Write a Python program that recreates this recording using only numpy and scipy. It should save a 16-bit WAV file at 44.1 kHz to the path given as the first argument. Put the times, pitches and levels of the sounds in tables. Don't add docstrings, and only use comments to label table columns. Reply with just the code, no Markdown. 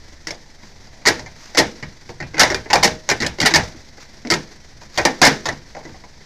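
import sys
import numpy as np
from scipy import signal
from scipy.fft import rfft, irfft
from scipy.io import wavfile
from scipy.ndimage import uniform_filter1d, minimum_filter1d

SR = 44100
rng = np.random.default_rng(int(sys.argv[2]) if len(sys.argv) > 2 else 0)


def level_to_linear(level):
    exponent = np.asarray(level, float) / 20
    return 10 ** exponent


def to_wav(sig):
    pcm = np.clip(np.atleast_2d(sig), -1, 1) * 32767
    pcm = np.round(pcm).astype(np.int16)
    wavfile.write(sys.argv[1], SR, pcm.T)


N = 275832

# pitch [Hz], level [dB per Hz].
RUMBLE_COLOUR = [(21, -38), (35, -2), (80, 2), (103, 2), (162, 1), (200, -8), (250, -12.5), (320, -39),
                 (550, -120)]
# start [s], peak level [dB].
HAND_JOLTS = [(1.074, -26), (1.216, -37), (1.587, -26), (1.815, -29.5), (2.089, -38), (2.217, -26.5),
              (2.382, -19.5), (2.529, -26.5), (2.699, -33), (2.757, -21), (2.889, -31), (3.104, -28),
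              (3.214, -29), (3.269, -34), (3.405, -25.5), (3.554, -18), (4.309, -33), (4.716, -41),
              (4.975, -27), (5.224, -22), (5.479, -30.5), (5.899, -39)]
# pitch [Hz], level [dB rms].
HUM_TONES = [(53.8, -58.5), (72, -55), (108, -68.5), (145.3, -60.5)]
# pitch [Hz], level [dB per Hz].
HISS_COLOUR = [(120, -37), (200, 4), (448, -4.5), (623, -4.5), (986, -6.5), (1180, -12.5), (1980, -2.5),
               (2750, -15), (4680, -6.5), (5940, -7), (8900, -28.5), (14700, -36), (16200, -70)]
# start [s], length [s], level [dB].
SLIDES = [(0.612, 0.12, -48.5), (1.35, 0.21, -43.5), (1.57, 0.0097, -13), (2.078, 0.049, -45),
          (3.97, 0.094, -43.5), (4.797, 0.065, -44.5), (4.208, 0.032, -53), (4.437, 0.044, -59),
          (4.923, 0.15, -34.5), (5.68, 0.035, -51), (5.75, 0.3, -52)]
# pitch [Hz], level [dB per Hz].
SLIDE_COLOUR = [(300, 0), (2000, 5), (3200, -4), (5000, 5.5), (6700, 0), (8800, -20.5), (15000, -22)]
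# centre [Hz], level [dB], time to fall 60 dB [s].
AFTER_RING = [(147, 2, 0.33), (329, 2, 0.4), (743, 5.5, 0.18), (1274, 1, 0.24), (2005, -6.5, 0.22),
              (3360, 0.5, 0.24), (4300, -7.5, 0.21), (7400, -7, 0.27), (11300, 1, 0.094)]
# pitch [Hz], gain [dB], time to fall 60 dB [s].
SHEET_MODES = [(148, -23, 0.19), (273, -22, 0.97), (341, -17, 0.38), (470, -14, 0.32), (625, -13.5, 0.51),
               (1025, -9, 0.12), (1535, -12, 0.22), (1843, -21, 0.28), (1990, -38, 0.3)]
# pitch [Hz], level [dB], time to fall 60 dB [s].
BODY_MODES = [(158.6, -3, 0.25), (199, -8, 0.12), (278, -6, 0.17), (338.6, 2, 0.09), (394.6, -5.5, 0.039),
              (464, -4, 0.071), (586, -1, 0.091), (653, -3.5, 0.12), (721.3, -1.5, 0.081), (858, 2, 0.077),
              (955, 0.5, 0.045), (1131, 1, 0.022)]
# pitch [Hz], level [dB], time to fall 60 dB [s].
LENS_MODES = [(1300, -13.5, 0.049), (1544, -3.5, 0.023), (1689, -6.5, 0.051), (1881, -3.5, 0.049),
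              (1950, -2.5, 0.073), (2086, 3.5, 0.022), (2285, -9, 0.062), (2433, -17.5, 0.15),
              (2824, -16.5, 0.032)]
# pitch [Hz], level [dB per Hz].
TICK_COLOUR = [(2600, -7), (3600, -6.5), (4700, 1.5), (5200, 0.5), (5700, -2.5), (6700, -6), (8400, -18),
               (12000, -25.5), (15000, -31)]
# start [s], lens peak [dB], main body tone [Hz], chatter length [s], body above lens [dB].
SLAMS = [(1.0721, -2, 470, 0.015, -8.5), (1.5791, -5.5, 400, 0.023, -3.5), (2.404, 1, 730, .013, -7),
         (2.7352, -7.5, 567, 0.0083, -6.5), (2.8327, -3.5, 780, 0.02, -6.5), (3.0897, -11, 781, 0.0039, -2),
         (3.459, -3, 706, 0.016, -9), (3.546, -3.5, 456, 0.024, -8.5), (4.3113, -8.5, 420, 0.017, -5.5),
         (4.9756, -12.5, 745, 0.012, -3), (5.0517, -4.5, 600, 0.0015, 2),
         (5.2642, -0.5, 1020, 0.0067, -6.5), (5.456, -17.5, 862, 0.021, 2)]
# start [s], lens peak [dB], main body tone [Hz], body above lens [dB].
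CRACKS = [(0.2707, -19, 320, -11), (0.3067, -21.5, 600, -6), (1.06, -11, 240, -10), (1.084, -6, 990, -12),
          (1.5859, -5.5, 1050, -11), (1.5983, -8.5, 316, 1), (2.395, 6, 289, -12.5),
          (2.4324, -5.5, 597, -5), (2.5452, -12, 385, -7.5), (2.7309, -3.5, 791, 3),
          (2.756, -7.5, 762, 1.5), (2.828, -13, 920, 4), (2.8761, -15.5, 340, -1.5),
          (3.0991, -10, 351, -13), (3.2028, -18.5, 241, -3), (3.221, -16.5, 195, -11),
          (3.264, -14, 572, -7.5), (3.4017, -12, 780, -6.5), (3.414, -13.5, 321, -3), (3.5383, -6, 910, -7),
          (3.558, -3.5, 1075, -2.5), (4.2718, -26.5, 300, -1.5), (4.3017, -10, 339, -6),
          (4.338, -14, 402, -2), (5.2162, -0.5, 688, 4.5), (5.25, 0, 666, -10), (5.2725, -7, 268, -.6),
          (5.488, -15.5, 354, -4), (3.2125, -19.5, 234, -2.5), (2.7105, -31, 920, -12)]
# start [s], lens peak [dB], main body tone [Hz], tick above lens [dB].
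KNOCKS = [(0.283, -25, 490, -1.5), (1.0539, -15.5, 940, 0), (1.0663, -5.5, 430, -1),
          (1.194, -26.5, 880, -1), (1.261, -30, 1007, -2), (1.548, -20, 586, 0.5),
          (1.8265, -22.5, 240, -6.5), (2.2024, -21, 366, -8), (2.225, -24, 347, -7),
          (2.3431, -21, 320, -10), (2.3687, -21.5, 322, -8), (2.3807, -13, 444, -4),
          (2.4595, -19, 1000, -14), (2.5017, -12.5, 390, -2.5), (2.5157, -16.5, 600, -4),
          (2.702, -12.5, 842, -3.5), (2.844, -7.5, 356, 1), (3.1129, -9.5, 400, -0.5),
          (3.228, -13.5, 319, -2.5), (3.246, -17.5, 500, -4.5), (3.426, -12, 325, -1),
          (3.4326, -14.5, 256, -1), (3.4513, -10, 433, -2), (3.5085, -17.5, 320, 0), (3.594, -19, 645, -10),
          (4.321, -10.5, 348.4, -20), (4.9864, -11.5, 868, -11), (5.057, -12, 620, -1.5),
          (5.228, 6.5, 692, -2), (5.237, -3.5, 740, -2)]
# start [s], lens peak [dB], main body tone [Hz], tick above lens [dB].
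TOUCHES = [(0.3133, -32.5, 644, -14), (.345, -44, 255, 9), (0.6332, -41, 210, -7), (.871, -45.5, 312, 8.5),
           (1.019, -45, 194, 1), (1.1442, -39, 259, -3), (2.092, -30.5, 357, -3), (2.3356, -38, 477, -5),
           (2.6585, -31.5, 437, -23), (2.7994, -47, 613, 3), (3.386, -25.5, 367, 1),
           (3.747, -40.5, 251, -37), (3.9789, -40.5, 440, -5), (4.009, -59, 840, 8), (4.169, -51, 247, 11),
           (4.2503, -25.5, 244, -7.5), (4.816, -42, 1010, -2), (5.5242, -29.5, 258, 1.5),
           (5.7496, -30, 600, -6), (5.7666, -30.5, 770, -7), (5.788, -39, 794, -5), (5.808, -40.5, 329, -4),
           (5.852, -33, 345, -1.5), (5.8638, -41, 600, -19), (5.892, -40, 266, -16),
           (5.944, -39.5, 756, -13), (6.037, -38.5, 794, -3), (6.205, -47, 390, 0)]

SPAN = 8192


def shaped(colour, size):
    hz, db = np.transpose(colour)
    f = np.fft.rfftfreq(size, 1 / SR) + 1
    gain_db = np.interp(np.log(f), np.log(hz), db, left=-60, right=-90)
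    x = irfft(rfft(rng.standard_normal(size)) * level_to_linear(gain_db), size)
    return x / np.std(x)


def fade(t60, size):
    return np.exp(-np.log(1000) * np.arange(size) / SR / np.asarray(t60)[..., None])


def walk(rate):
    hold = int(SR / rate)
    steps = np.repeat(rng.standard_normal(N // hold + 1), hold)
    return uniform_filter1d(uniform_filter1d(steps, hold), hold)[:N]


def lingering(x, rise_s, fall_s):
    a, b = np.exp(-1 / (rise_s * SR)), np.exp(-1 / (fall_s * SR))
    return np.abs(signal.lfilter([(1 - a) * (1 - b)], np.convolve([1, -a], [1, -b]), x ** 2))


def rumble():
    quiet_db, jolt_db = -53, -4
    rise_s, fall_s = 0.013, 0.027
    s, db = np.transpose(HAND_JOLTS)
    kicks = np.zeros(N)
    kicks[(s * SR).astype(int)] = level_to_linear(db + jolt_db) * np.sqrt(SR * (rise_s + fall_s))
    shake = np.sqrt(level_to_linear(2 * quiet_db) + lingering(kicks, rise_s, fall_s))
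    return shaped(RUMBLE_COLOUR, N) * shake * level_to_linear(1.9 * walk(19))


def machine_cycle():
    sway_hz = 23.5
    return np.cumsum(sway_hz * (1 + 0.03 * walk(4.1))) / SR


def machine(cycle):
    sway_db = -47.5
    out = level_to_linear(sway_db + 2.7 * walk(3.02)) * np.sin(2 * np.pi * cycle)
    for hz, db in HUM_TONES:
        level = level_to_linear(db + 2.5 + 1.9 * walk(3.06))
        turns = np.cumsum(hz * (1 + 0.0207 * walk(3.7))) / SR
        out += level * np.sin(2 * np.pi * turns)
    return out


def hiss(blows, cycle):
    quiet_db, stir_db = -50, -23.5
    throb_db, puff_share = 6, 0.29
    stirred = lingering(np.tanh(blows), rise_s=0.0057, fall_s=0.047)
    stir = np.sqrt(level_to_linear(2 * quiet_db) + level_to_linear(2 * stir_db) * stirred)
    puffs = uniform_filter1d(np.exp(-(cycle % 1) / puff_share), size=350)
    wander_db = 2.0 * walk(48) + 0.15 * walk(2.7)
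    return shaped(HISS_COLOUR, N) * stir * level_to_linear(throb_db * puffs + wander_db)


def slides():
    swells = np.zeros(N)
    grains = shaped(SLIDE_COLOUR, N) * level_to_linear(3.1 * walk(400))
    t = np.arange(N) / SR
    for s, length, db in SLIDES:
        half = length / 2
        swells += level_to_linear(db) * np.exp(-((t - s - half) / half) ** 2 * 2)
    return swells * grains


def panel(blows):
    ring_db, rise_s = -9, 0.00077
    centres = np.log(np.array(AFTER_RING)[:, 0])
    f = np.log(np.fft.rfftfreq(N, 1 / SR) + 1)
    spectrum = rfft(blows)
    noise = rfft(rng.standard_normal(N)) * uniform_filter1d(np.abs(spectrum), size=1500)
    rise = np.exp(-1 / (rise_s * SR))
    out = 0
    for k, (hz, db, t60) in enumerate(AFTER_RING):
        slope = np.interp(f, centres, np.arange(len(AFTER_RING)) == k)
        share = np.sqrt(slope) * (np.abs(f - np.log(hz)) < 0.5)
        keep = fade(t60 / 2, 2)[1]
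        energy = irfft(spectrum * share, N) ** 2
        stored = signal.lfilter([(1 - keep) * (1 - rise)], np.convolve([1, -keep], [1, -rise]), energy)
        hush = irfft(noise * share, N)
        out = out + level_to_linear(ring_db + db) * np.sqrt(np.abs(stored)) * hush / np.std(hush)
    return out


def sheet(blows):
    out = 0
    for hz, db, t60 in SHEET_MODES:
        keep = fade(t60, 2)[1]
        ringing = signal.lfilter([1], [1, -keep * np.exp(2j * np.pi * hz / SR)], blows).imag
        out = out + level_to_linear(db + 17.0) * (1 - keep) * ringing
    return out


def struck(modes, spread_db=5.5, detune=0.0374, count=2):
    hz, db, t60 = np.repeat(np.transpose(modes), count, axis=1)
    chance = rng.standard_normal((2, len(hz)))
    turns = np.outer(hz * (1 + detune * chance[0]), np.arange(SPAN)) / SR
    sign = (-1) ** (np.arange(len(hz)) // count)
    tones = np.sin(2 * np.pi * turns) * fade(t60, SPAN)
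    return (sign * level_to_linear(db + spread_db * chance[1])) @ tones


def body(hz):
    focus_db = -5.5
    near = [(f, db + focus_db * abs(np.log2(f / hz)), t60) for f, db, t60 in BODY_MODES]
    main = [(hz, 3, min(45 / hz, 0.13))]
    return struck(near) + struck(main, spread_db=2.5, detune=0.011)


def edge_tick(hardness_db):
    air_hz, air_per_db = 8000, 0.31
    air_db = air_per_db * np.clip(hardness_db, -30, 0)
    colour = [(hz, db + (hz > air_hz) * air_db) for hz, db in TICK_COLOUR]
    rise_s = 0.0002
    burst = fade(0.06, SPAN) + level_to_linear(6.5) * fade(0.013, SPAN)
    rise = (1 - np.exp(-np.arange(SPAN) / (rise_s * SR))) ** 2
    return shaped(colour, SPAN) * burst * rise


def chatter(length):
    rebounds_hz, level_db, scatter_db = 600, -7, 3.5
    gaps, sizes, signs = rng.exponential(size=64), rng.standard_normal(64), rng.choice([-1, 1], 64)
    t = np.cumsum(gaps) / rebounds_hz
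    strength = level_to_linear(level_db + scatter_db * sizes) * np.exp(-(t / max(length, 1e-3)) ** 2)
    push = np.zeros(SPAN)
    np.add.at(push, np.minimum((t * SR).astype(int), SPAN - 1), signs * strength)
    push[0] = 1
    return push


def contacts():
    rows = []
    for s, db, hz, length, body_db in SLAMS:
        rows.append((s, db, body_db, hz, 3.5, length))
        rows.append((s + 0.026, -17 + 0.27 * db, -2, 400, -13, 0.009))
    for s, db, hz, body_db in CRACKS:
        rows.append((s, db, body_db, hz, 4, 0.0056))
    for s, db, hz, tick_db in KNOCKS:
        rows.append((s, db, -4, hz, tick_db, 0.011))
    for s, db, hz, tick_db in TOUCHES:
        rows.append((s, db, 3.5, hz, tick_db, 0.008))
    return rows


def housing():
    out = np.zeros(N + SPAN)
    contact_s = 0.00013
    contact = np.exp(-(np.arange(-32, 33) / (SR * contact_s / 4)) ** 2)
    for s, lens_db, body_db, body_hz, tick_db, length in contacts():
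        push = chatter(length)
        body_ring = np.convolve(body(body_hz), contact, "same")
        lens_ring = np.convolve(struck(LENS_MODES), contact, "same")
        tick = edge_tick(lens_db + tick_db)
        for part, db in ((body_ring, body_db), (lens_ring, 0), (tick, tick_db)):
            sound = signal.fftconvolve(push, part)[:SPAN]
            out[int(s * SR):][:SPAN] += level_to_linear(lens_db + db + 1.0) * sound / np.abs(sound).max()
    return out[:N]


def scene():
    blows = housing()
    cycle = machine_cycle()
    background = rumble() + machine(cycle) + hiss(blows, cycle)
    return (background + slides() + panel(blows) + sheet(blows) + blows)[None]


def low_pass(x):
    return signal.sosfilt(signal.butter(12, 16480, fs=SR, output="sos"), x)


def record(dry):
    ceiling, grip_samples = 0.77, 5
    top_hz, offset = 15300, 0.0047
    room_left = np.minimum(1, ceiling / (np.abs(dry) + 1e-9))
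    gain = uniform_filter1d(minimum_filter1d(room_left, size=2 * grip_samples), size=grip_samples)
    top = signal.cheby1(8, 0.3, top_hz, fs=SR, output="sos")
    mix = signal.sosfilt(top, gain * dry) + offset
    return low_pass(mix)


dry = scene()
out = record(dry)
to_wav(out)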